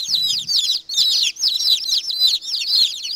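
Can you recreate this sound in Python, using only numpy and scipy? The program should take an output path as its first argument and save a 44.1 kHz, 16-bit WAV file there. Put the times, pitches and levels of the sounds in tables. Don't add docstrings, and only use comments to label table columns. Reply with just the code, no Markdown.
import sys
import numpy as np
from scipy import signal
from scipy.fft import rfft, irfft
from scipy.io import wavfile
from scipy.ndimage import uniform_filter1d

SR = 44100
rng = np.random.default_rng(int(sys.argv[2]) if len(sys.argv) > 2 else 0)


def store_pcm(level_fs):
    pcm = np.round(np.clip(level_fs, -1, 1) * 32767).astype(np.int16)
    wavfile.write(sys.argv[1], SR, np.atleast_2d(pcm).T)


def elevation(decibels):
    levels = np.asarray(decibels, float)
    return 10 ** (levels / 20)


N = 138915

# (start [s], hold [s], fall [s], top pitch [Hz], level [dB])
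ARCHED = [
    (0.446, 0.051, 0.015, 5250, -38),
    (2.126, 0.12, .1, 4880, -27.5),
    (1.414, .016, 0.0124, 5200, -39),
    (1.797, .04, 0.011, 5430, -23),
    (3.092, 0.097, .026, 5040, -23.5),
]
# (start [s], hold [s], fall [s], top pitch [Hz], level [dB])
LIFTED = [(0.89, 0.044, 0.011, 4460, -25.5), (1.026, 0.023, 0.016, 5200, -24),
          (1.117, 0.06, 0.076, 6050, -31.5), (1.112, 0.036, 0.008, 5240, -32),
          (1.433, 0.039, 0.011, 5280, -23), (1.612, 0.057, 0.02, 4790, -29.5),
          (1.59, .014, 0.0086, 4750, -30), (1.083, .03, .01, 4870, -48), (2.248, 0.037, 0.013, 5110, -30),
          (2.421, 0.052, 0.063, 3703, -34), (2.227, 0.022, .01, 4500, -37), (2.516, .03, 0.0084, 4400, -36),
          (2.538, 0.024, 0.047, 5020, -31), (2.661, 0.047, 0.02, 5180, -27),
          (2.662, 0.07, 0.047, 4753, -26.5), (2.694, 0.12, 0.074, 4233, -20),
          (2.72, 0.037, 0.064, 5045, -24.5), (2.856, 0.054, 0.044, 4980, -35),
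          (2.936, 0.072, 0.057, 4230, -42), (3.022, 0.016, 0.011, 3700, -50)]
# (start [s], hold [s], fall [s], top pitch [Hz], level [dB])
LEVEL_EARLY = [(-0.03, 0.038, 0.075, 4150, -29.5), (-0.02, 0.016, 0.017, 3700, -27),
               (0.157, 0.12, 0.082, 3844, -24), (0.268, 0.037, 0.021, 3220, -27.5),
               (0.387, 0.012, 0.058, 3700, -29), (0.471, 0.066, 0.062, 4573, -24.5),
               (0.585, 0.053, 0.037, 3453, -20), (0.671, 0.072, 0.044, 4980, -25.5),
               (0.637, 0.069, 0.052, 3970, -25.5), (0.737, 0.022, 0.07, 4620, -39.5),
               (0.937, 0.066, 0.03, 3590, -20.5), (0.97, 0.11, 0.087, 3917, -23.5),
               (1.067, 0.11, 0.058, 4886, -27), (1.102, 0.062, 0.058, 4410, -28)]
# (start [s], hold [s], fall [s], top pitch
# [Hz], level [dB])
LEVEL_FURTHER = [(1.175, 0.012, 0.025, 4500, -25), (1.197, 0.015, 0.041, 4300, -24.5),
                 (1.245, 0.031, 0.024, 3400, -21.5), (1.474, 0.025, 0.049, 4400, -30.5),
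                 (1.598, 0.13, 0.069, 3958, -21), (1.697, 0.022, 0.039, 4750, -27.5),
                 (2.268, 0.004, 0.053, 3700, -23.5), (2.407, 0.02, 0.06, 4400, -42.5),
                 (2.586, 0.07, 0.044, 4350, -30), (2.589, 0.0086, 0.048, 3730, -27.5),
                 (2.607, 0.011, 0.029, 2754, -18.5), (2.745, 0.0073, 0.03, 4200, -30),
                 (2.835, 0.038, 0.027, 3650, -30), (2.867, 0.018, 0.049, 3430, -28),
                 (2.936, 0.005, 0.068, 3820, -30), (2.992, 0.085, 0.074, 4350, -34.5),
                 (3.036, 0.013, 0.042, 2950, -23.5), (2.714, .022, 0.041, 4445, -28),
                 (0.786, 0.0077, 0.045, 3810, -53), (.582, 0.017, 0.0102, 3620, -19.5)]
# (start [s], hold [s], fall [s], top pitch [Hz], level [dB])
SAGGING = [(-0.02, 0.018, 0.078, 3900, -41), (0.072, 0.099, 0.041, 4040, -30.5),
           (1.063, 0.059, 0.025, 4000, -27), (1.217, 0.025, 0.045, 2835, -18.5),
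           (1.222, 0.033, 0.055, 3340, -18.5), (1.499, 0.045, 0.0083, 3794, -27),
           (1.573, 0.049, 0.023, 3780, -30), (1.685, 0.038, 0.04, 3210, -35),
           (1.851, 0.063, 0.0072, 3740, -24), (2.283, 0.053, 0.054, 4306, -25.5),
           (2.284, 0.035, 0.058, 4114, -26.5), (2.777, 0.035, 0.035, 3330, -22),
           (1.958, 0.021, 0.038, 3250, -25), (2.582, 0.034, 0.016, 3000, -29),
           (3.024, .014, .012, 3200, -29)]
# (start [s], hold [s], fall [s], top pitch [Hz], level [dB])
FLAT = [
    (0.223, 0.13, 0.059, 4967, -27),
    (0.682, 0.045, 0.034, 5830, -29.5),
    (1.127, 0.018, 0.042, 4463, -23.5),
    (1.54, 0.011, 0.038, 4090, -23.5),
    (1.863, 0.07, 0.087, 4700, -38),
    (1.912, 0.018, 0.031, 4126, -21.5),
    (2.125, 0.14, 0.026, 4038, -19),
]
# (start [s], hold [s], fall [s], top pitch [Hz], level [dB])
HIGH = [
    (0.025, 0.054, 0.11, 6554, -25.5),
    (0.471, 0.052, 0.1, 6620, -25.5),
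    (0.909, 0.056, 0.089, 6550, -23),
    (1.359, 0.05, 0.11, 6560, -23.5),
    (1.857, 0.048, 0.11, 6430, -24.5),
]
# (start [s], hold [s], fall [s], top pitch [Hz], level [dB])
BURRED = [
    (0.603, .052, .1, 5150, -30.5),
    (1.537, 0.096, 0.13, 5550, -24),
    (1.978, 0.1, 0.056, 5446, -27.5),
    (2.414, 0.1, 0.076, 5474, -27.5),
]

SHOULDER = [(0, 0), (.2, .25), (.34, .32), (.55, .45), (.61, .57), (.74, .68), (.88, .86), (1, 1)]
BREAK = [(0, 0), (.33, .17), (.42, .41), (.68, .6), (.88, .78), (1, 1)]
# (start pitch / top [ratio], bend of hold [power], bend of fall [power], swell [dB])
KINDS = [
    (.85, 2.6, 0.81, 11.5),
    (.92, 2.9, 1.6, 10.5),
    (1.04, 0.982, 1.9, 9),
    (1.116, 1.01, 1.9, 10.5),
    (1, 9., 1.6, 10.5),
]
# (start pitch / top [ratio], bend of hold [power], fall [steps], swell [dB])
STEPPED = [
    (0.845, 2.578, SHOULDER, 17),
    (.9, 3.18, BREAK, 17.5),
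]

# (frequency [Hz], gain [dB])
BEAK = [(2300, -4), (3000, -7.5), (4000, 5.5), (5000, 5), (7300, -6.5), (7800, -17.5), (12000, -7.5),
        (16000, -11.5)]
OVERTONES_DB = [0, -8.5, -16, -27.5]
# (top pitch [Hz], overtone gain [dB])
OVERTONE_GAIN = [(3000, -0.5), (3850, 7.5), (4300, -3.5), (6500, -8.5)]
# (top pitch [Hz], pitch where the voice stops [Hz])
STOP = [(3500, 2000), (4300, 2400), (5000, 2800), (6500, 2750)]
# (offset / pitch [ratio], level [dB])
BURR = [(.1, -8), (-.095, -18), (.2, -19)]

# (frequency [Hz], density [dB per Hz])
AIR = [(25, -6.5), (81, -14), (546, -17.5), (970, -23), (1400, -23.5), (2830, -25), (4910, -9),
       (15500, -63)]
# (time [s], peak level [dB])
KNOCKS = [
    (0.084, -52),
    (0.172, -54),
    (0.216, -54.5),
    (0.249, -54),
    (0.329, -53.5),
    (0.411, -50.5),
    (0.439, -48.5),
    (0.471, -51.5),
    (0.99, -57),
]
# (frequency [Hz], level [dB])
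BODY_MODES = [(115, 4.2), (160, 8.1), (230, 1.4)]

END_HZ = 2213
ATTACK_S, RELEASE_S, KNEE_S = 0.0027, 0.026, 0.0051
WOBBLE, WOBBLE_HZ = 0.008, 25
FLUTTER_DB, FLUTTER_HZ = 1.5, 45
RASP, RASP_S = 0.35, 0.002
STOP_SPAN_HZ, FALL_BRIGHT_DB = 350, -1
PUSH_DB = 1.5
BURR_START, BURR_END = 0.45, 0.93
ROOM_DB, ROOM_T60, EARLY_DB, EARLY_S = -23.5, 0.44, -7.5, 0.0063
AIR_DB = -53.5
HUM_HZ, HUM_DB, HUM_WAVER_HZ = 325, -66, 2.5
BODY_T60, RUB_DB, RUB_START_S, RUB_END_S = 0.2, -53, 0.075, 0.446
HISS_DB, HISS_FOLLOW_S, HISS_TILT = -26, 0.0013, 0.023
CEILING = 0.62
EDGE_HZ = 15780


def evened(x):
    return x / np.sqrt(np.mean(x ** 2) + 1e-20)


def read(points, hz):
    f, value = np.transpose(points)
    return np.interp(np.log(hz + 1), np.log(f + 1), value)


def add(mix, s, sound):
    at = round(s * SR)
    sound = sound[max(-at, 0):]
    part = mix[max(at, 0):][:len(sound)]
    part += sound[:len(part)]


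def drift(t, top_hz, phases):
    f = np.geomspace(top_hz / 6, top_hz, len(phases))[:, None]
    return np.sin(2 * np.pi * (f * t + phases[:, None])).sum(0) * np.sqrt(2 / len(phases))


def ring(x, hz, width):
    r = np.exp(-np.pi * width / SR)
    return evened(signal.lfilter([1], [1, -2 * r * np.cos(2 * np.pi * hz / SR), r * r], x))


def peep_pitch(t, left, gone, top_hz, kind, chance):
    ratio, lift, drop, _ = kind
    fallen = np.interp(gone, *np.transpose(drop)) if np.ndim(drop) else gone ** drop
    hz = top_hz * (1 + (ratio - 1) * left ** lift) - (top_hz - END_HZ) * fallen
    hz = uniform_filter1d(hz, int(KNEE_S * SR) + 1, mode="nearest")
    return hz * (1 + WOBBLE * drift(t, WOBBLE_HZ, chance[:6]))


def whistle(hz, turns, gone, top_hz, chance):
    overtone_db = read(OVERTONE_GAIN, top_hz) + FALL_BRIGHT_DB * np.sqrt(gone)
    tone = 0
    for k, db in enumerate(OVERTONES_DB, 1):
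        level = elevation(db + read(BEAK, k * hz) + (k > 1) * overtone_db)
        tone = tone + level * (k * hz < EDGE_HZ) * np.sin(k * turns + chance[k] * 6)
    return tone


def second_voice(hz, turns, share):
    on = np.clip(np.minimum(share - BURR_START, BURR_END - share) / 0.12, 0, 1)
    return on * sum(elevation(db + read(BEAK, hz)) * np.sin((1 + off) * turns) for off, db in BURR)


def peep(row, kind, burred, chance):
    start, hold, fall, top_hz, level_db = row
    _, _, drop, swell_db = kind
    t = np.arange(0, hold + fall, 1 / SR)
    left = np.clip(1 - t / hold, 0, 1)
    gone = np.clip((t - hold) / fall, 0, 1)
    hz = peep_pitch(t, left, gone, top_hz, kind, chance)
    turns = 2 * np.pi * np.cumsum(hz) / SR
    tone = whistle(hz, turns, gone, top_hz, chance)
    if burred:
        tone = tone + second_voice(hz, turns, t / hold)

    breath = np.clip((hz - read(STOP, top_hz)) / STOP_SPAN_HZ, 0, 1)
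    attack = np.clip(t / ATTACK_S, 0, 1)
    release = np.clip((t[-1] - t) / min(RELEASE_S, fall), 0, 1)
    edges = attack * release * np.where(gone > 0, breath, 1)
    rasp = 1 + RASP * np.sqrt(gone) * drift(t, 1 / RASP_S, chance[3:9])
    effort_db = level_db - swell_db * left + FLUTTER_DB * drift(t, FLUTTER_HZ, chance[6:])
    if np.ndim(drop):
        effort_db = effort_db + PUSH_DB * np.clip(gone / 0.29, 0, 1)
    return start, np.sqrt(2) * edges * rasp * elevation(effort_db) * tone


def chicks():
    arched, lifted, level, sagging, flat = KINDS
    shouldered, broken = STEPPED
    calls = [(ARCHED, arched), (LIFTED, lifted), (LEVEL_EARLY, level), (LEVEL_FURTHER, level),
             (SAGGING, sagging), (FLAT, flat), (HIGH, shouldered), (BURRED, broken)]
    out = np.zeros(N)
    for table, kind in calls:
        for row, chance in zip(table, rng.random((24, 12))):
            add(out, *peep(row, kind, table is BURRED, chance))
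    return out


def brooder(x):
    t = np.arange(SR // 2) / SR
    signs = rng.choice([-1., 1.], len(t))
    taps = signs * (rng.random(len(t)) < 2000 / SR) * (t > 0.002)
    early = taps * np.exp(-t / EARLY_S * 2)
    late = taps * elevation(-60 * t / ROOM_T60)
    early = elevation(EARLY_DB) * early / np.linalg.norm(early)
    late = elevation(ROOM_DB) * late / np.linalg.norm(late)
    return x + signal.fftconvolve(x, early + late)[:N]


def air():
    spectrum = rfft(rng.standard_normal(N)) * elevation(read(AIR, np.fft.rfftfreq(N, 1 / SR)))
    noise = irfft(spectrum, N)
    hum_hz = HUM_HZ + HUM_WAVER_HZ * drift(np.arange(N) / SR, 3.3, rng.random(8))
    hum = np.sqrt(2) * np.sin(2 * np.pi * np.cumsum(hum_hz) / SR)
    return elevation(AIR_DB) * evened(noise) + elevation(HUM_DB) * hum


def fingers():
    out = np.zeros(N)
    t = np.arange(SR // 5) / SR
    for (s, db), tune in zip(KNOCKS, rng.random((20, len(BODY_MODES)))):
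        modes = sum(elevation(d) * np.sin(2 * np.pi * (f * t + p)) for (f, d), p in zip(BODY_MODES, tune))
        add(out, s, elevation(db + 1.0 - 60 * t / BODY_T60) * np.minimum(t / 0.0019, 1) * modes)
    time = np.arange(N) / SR
    on = np.clip(np.minimum(time - RUB_START_S, RUB_END_S - time) / 0.044, 0, 1)
    rub = sum(elevation(d) * ring(rng.standard_normal(N), f, 28) for f, d in BODY_MODES)
    return out + elevation(RUB_DB) * on * evened(rub)


def scene():
    return (brooder(chicks()) + air() + fingers())[None]


def riding_hiss(x):
    slope = np.diff(x, prepend=0) * 2
    step = np.sqrt(abs(uniform_filter1d(slope ** 2, int(HISS_FOLLOW_S * SR) + 1)))
    hiss = signal.lfilter([1], [1, -HISS_TILT], rng.standard_normal(x.shape))
    return elevation(HISS_DB) * step * hiss


def low_pass(x):
    return signal.sosfilt(signal.butter(12, 16660, fs=SR, output="sos"), x)


def record(dry):
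    hiss = riding_hiss(dry)
    rounded = dry / (1 + (abs(dry) / CEILING) ** 6) ** (1 / 6)
    band = signal.firwin(511, EDGE_HZ, window=("kaiser", 9), fs=SR)
    mix = signal.oaconvolve(rounded + hiss, band[None], "same")
    return low_pass(mix)


dry = scene()
out = record(dry)
store_pcm(out)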